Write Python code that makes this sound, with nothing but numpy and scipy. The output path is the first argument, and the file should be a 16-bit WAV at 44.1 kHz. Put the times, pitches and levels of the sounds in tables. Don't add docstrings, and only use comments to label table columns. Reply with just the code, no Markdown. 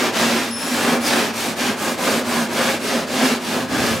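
import sys
import numpy as np
from scipy import signal
from scipy.fft import rfft, irfft, next_fast_len
from scipy.io import wavfile
from scipy.ndimage import uniform_filter1d, map_coordinates

SR = 44100
rng = np.random.default_rng(int(sys.argv[2]) if len(sys.argv) > 2 else 0)


def unload_wav(signal):
    wavfile.write(
        sys.argv[1],
        SR,
        np.round(np.clip(np.atleast_2d(signal).T, -1, 1) * 32767).astype(np.int16),
    )


N = 176400

# t/s, rasp level/dB, block level/dB
GRIPS = [(.83, -22, -5), (.93, -10, -24), (1.17, -5, 1), (2.38, -17.5, -2), (2.69, -5, -5), (3.24, -11, 1),
         (3.57, -5, -20)]
GRIP_SIGMA_S = 0.03


def sanding():
    speed, press, (hiss_db, scrape_db, rasp_db, shell_db) = motion()
    catch = wobble(35.12)

    def drive(level_db, power, press_db, rest, catch_db):
        return (rest + speed ** power) * amp(level_db + press_db * (press - 1) + catch_db * catch)

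    sliding = drive(hiss_db, power=0.87, press_db=-2.0, rest=0.056, catch_db=-0.3)
    scraping = drive(scrape_db, power=0.98, press_db=1.0, rest=0.22, catch_db=0.73)
    tearing = drive(rasp_db, power=0.46, press_db=5, rest=0.27, catch_db=0.54)
    drumming = drive(shell_db, power=0.41, press_db=5.5, rest=0.11, catch_db=1.0)
    return hiss(sliding) + scrape(scraping) + rasp(tearing) + block(tearing) + shell(drumming)


def motion(last_turn_s=4.014, press_sigma=0.27):
    strokes = [ (-.2, 0.68, 0.55, -2.5, 2, 2.5, 2.5), (0.12, 0.19, 0.32, 0, 2.5, 0.5, 0.5),
               (0.536, 0.78, 0.84, 0.5, -1, 1, 1), (.993, 0.39, 0.48, 0.5, 1.5, 1.5, 2),
               (1.324, 0.46, 0.64, 0, -2.5, -2.5, -2), (1.555, 0.37, 0.55, -1.5, 0.5, 0, -1),
               (1.758, .5, 0.58, -0.5, -5, -0.5, -2), (1.967, 0.47, 0.44, 1.5, 1, 2, 4),
               (2.233, 0.49, 0.54, -0.5, -2, -0.5, 1.5), (2.483, 0.56, 0.41, 0, 0.5, 0.5, 2.5),
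               (2.791, 0.36, 0.56, -2.5, -1, -2, 3), (3.063, 0.56, 0.54, -0.5, 1, 0, 2),
               (3.391, 0.46, 0.65, -4.5, -3, -3.5, 0.5), (3.676, 0.54, 0.36, -1.5, 1, 0, 3.5)]
    t = np.arange(N) / SR
    start_s, fastest, hardest, *levels_db = np.transpose(strokes)
    length_s = np.diff(np.append(start_s, last_turn_s))
    k = np.clip(np.searchsorted(start_s, t) - 1, 0, len(start_s) - 1)
    share = np.clip((t - start_s[k]) / length_s[k], 0, 1)
    speed = np.sin(np.pi / 2 * np.minimum(share / fastest[k], (1 - share) / (1 - fastest[k])))
    press = np.exp(-.5 * ((share - hardest[k]) / press_sigma) ** 2)
    smooth = lambda v: uniform_filter1d(v, size=900)
    return speed, smooth(press), [smooth(db[k]) for db in levels_db]


def grit(per_s, scatter_db, clump_db):
    hit = rng.random((2, N)) < per_s / SR
    size = np.sign(rng.standard_normal((2, N))) * amp(scatter_db * rng.uniform(-0.92, 1, (2, N)))
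    return unit(hit * size * amp(clump_db * wobble(240)))


def hiss(sliding, gain_db=-30):
    spectrum = [(500, -13), (2000, -2.5), (4000, 0), (7000, 0), (10000, -2.5), (13000, -6), (15800, -16)]  # f/Hz, level/dB
    return amp(gain_db) * sliding * coloured(grit(14000, 6.9, 0.33), spectrum)


def scrape(scraping, gain_db=-26.5):
    spectrum = [(300, -24), (1200, -2.5), (2200, 1), (3500, -1.5), (5500, -5), (8000, -12.5), (12000, -23),
                (16000, -32)]
    return amp(gain_db) * scraping * coloured(grit(8000, 5.9, 0.44), spectrum)


def rasp(tearing, gain_db=-26):
    spectrum = [(25, -70), (80, -42), (135, -19), (190, -6), (300, 3), (550, 0.5), (900, -1), (1700, -6.5),
                (3000, -16), (8000, -29)]
    grip = swells([(s, db) for s, db, _ in GRIPS], GRIP_SIGMA_S)
    return amp(gain_db) * (tearing + grip) * coloured(grit(3000, 5.9, 1.1), spectrum)


def block(tearing, gain_db=-33):
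    modes_hz = [770, 1047, 1212, 1590, 1725, 2367, 2715]
    modes = [(59.5, 1.5), (97, -2), (30, 2), (109, 2), (60, 2.5), (50, -2.5), (55, -5.5)]  # width/Hz, level/dB
    grip = swells([(s, db) for s, _, db in GRIPS], GRIP_SIGMA_S)
    return amp(gain_db) * ringing((tearing + grip) * grit(3000, 6.7, 1.3), modes_hz, modes)


def shell(drumming, gain_db=-25.5):
    modes_hz = [163, 229, 254, 361, 412, 453, 531, 607, 672]
    modes = [(24, -13), (14.5, 0.5), (23.2, -2.5), (16.2, -10), (19.5, -11.5), (11.9, -12), (20, -8.5),
             (25, -12), (30.6, -12)]
    return amp(gain_db) * ringing(drumming * grit(4000, 6.4, 0.8), modes_hz, modes)


def bites():
    bursts = [(.205, -32), (1.078, -22.5), (3.262, -26)]  # t/s, level/dB
    spectrum = [(1500, -19), (4800, 3.5), (7000, -3), (16000, -14)]  # f/Hz, level/dB
    return swells(bursts, sigma_s=0.019) * coloured(grit(12000, 5.3, 0.68), spectrum)


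def bumps(judder_hz=240, waver=.07):
    ridges = [(.735, -17), (1.70, -19), (2.09, -19), (2.38, -21), (2.965, -18.5), (3.25, -16),
              (3.32, -17.5), (3.575, -20), (3.745, -19.5)]
    judder = np.sin(2 * np.pi * np.cumsum(judder_hz * (1 + waver * wobble(100))) / SR)
    return np.array([swells(ridges, sigma_s=0.016) * judder, np.zeros(N)])


def shudder(at_s=3.9, level_db=-29):
    spectrum = [(30, -39), (60, -14), (112, 4.5), (138, -8), (170, 3), (300, -45)]  # f/Hz, level/dB
    return swells([(at_s, level_db)], sigma_s=0.16) * coloured(rng.standard_normal((2, N)), spectrum)


def squeaks(attack_s=.008, release_s=0.088, waver=.007, slide=.006, flutter_db=1.8):
    slips = [(0.504, 0.22, -32, -32.5), (1.008, 0.16, -35, -48)]  # t/s, length/s, upper level/dB, lower level/dB
    upper_hz = [10690, 10790]
    t, out = np.arange(N) / SR, np.zeros(N)
    flutter = lambda db: amp(db + flutter_db * wobble(109.7))
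    for hz, (start_s, length_s, upper_db, lower_db) in zip(upper_hz, slips):
        age_s = t - start_s
        glide = slide * (np.clip(2 * age_s / length_s, 0, 1) - .5)
        phase = 2 * np.pi * np.cumsum(hz * (1 + waver * wobble(500) + glide)) / SR
        envelope = np.clip(age_s / attack_s, 0, 1) * np.clip((length_s - age_s) / release_s, 0, 1)
        out += envelope * (flutter(upper_db) * np.sin(phase) + flutter(lower_db) * np.sin(phase / 2))
    return out


def workshop(x, segments=25, low_cut_hz=300):
    wet, step = np.zeros((2, N + SR)), N // segments
    for i in range(0, N, step):
        part = signal.fftconvolve(x[:, i:i + step], room_response(), axes=1)
        wet[:, i:i + part.shape[1]] += part
    return x + filtered(wet[:, :N], lambda hz: hz / np.hypot(hz, low_cut_hz))


def room_response(tail_db=-9, walls_db=-14, walls_s=.025, echoes_per_s=900):
    decay = [(150, 0.94), (1000, 0.56), (4000, 0.39), (9000, 0.31), (16000, 0.035)]  # f/Hz, T60/s
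    hz, t, noise = signal.stft(rng.standard_normal((2, SR // 2)), SR, nperseg=256)
    tail = signal.istft(noise * amp(-60 * t / along(decay, hz)[:, None]), SR, nperseg=256)[1]
    lag_s = np.arange(tail.shape[1]) / SR
    echoes = rng.standard_normal(tail.shape) * (rng.random(tail.shape) < echoes_per_s / SR)
    walls = echoes * (lag_s > .002) * (lag_s < walls_s)
    norm = lambda v: v / (np.linalg.norm(v, axis=1, keepdims=True) + 1e-9)
    return amp(tail_db) * norm(tail) + amp(walls_db) * norm(walls)


def air(level_db=-45):
    spectrum = [(20, -33), (50, -7), (80, 3.5), (113, 15.5), (140, 1), (300, -1), (1000, -15), (16000, -48)]  # f/Hz, level/dB
    return amp(level_db) * coloured(rng.standard_normal((2, N)), spectrum)


def stereo(x):
    likeness = [(100, 0.82), (250, 0.97), (1000, 0.87), (5000, 0.76), (8000, 0.87), (12000, 1)]  # f/Hz, left-right correlation
    balance = [(60, 4), (140, -1.5), (450, -1), (1200, 0)]  # f/Hz, left over right/dB
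    angle = lambda hz: np.arccos(along(likeness, hz)) / 2
    mid, side = filtered(x, lambda hz: np.array([np.cos(angle(hz)), np.sin(angle(hz))]))
    left_right = np.array([mid + side, mid - side])
    return filtered(left_right, lambda hz: amp(np.outer([.5, -.5], along(balance, hz))))


def amp(db):
    return 10 ** (np.asarray(db) / 20)


def unit(x):
    return x / np.sqrt(np.mean(np.abs(x) ** 2) + 1e-20)


def along(points, hz):
    f, v = np.transpose(points)
    return np.interp(np.log(hz + 1), np.log(f + 1), v)


def wobble(knots_per_s):
    knots = rng.standard_normal(int(N * knots_per_s / SR) + 4)
    return map_coordinates(knots, [np.arange(N) * knots_per_s / SR])


def swells(rows, sigma_s):
    t = np.arange(N) / SR
    return sum(amp(db) * np.exp(-.5 * ((t - s) / sigma_s) ** 2) for s, db in rows)


def filtered(x, response):
    size = next_fast_len(N + SR // 2)
    return irfft(rfft(x, size) * response(np.fft.rfftfreq(size, 1 / SR)), size)[..., :N]


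def coloured(x, spectrum):
    return unit(filtered(x, lambda hz: amp(along(spectrum, hz))))


def ringing(x, modes_hz, modes):
    def response(f):
        return unit(sum((-1) ** k * amp(db) * 1j * f * width / (hz * hz - f * f + 1j * f * width)
                        for k, (hz, (width, db)) in enumerate(zip(modes_hz, modes))))
    return filtered(x, response)


def scene():
    hum = air()
    work = sanding() + bites() + bumps() + shudder() + squeaks()
    return stereo(workshop(work) + hum)


def record(dry):
    top_hz = 15820
    return filtered(dry, lambda hz: hz < top_hz)


dry = scene()
out = record(dry)
unload_wav(out)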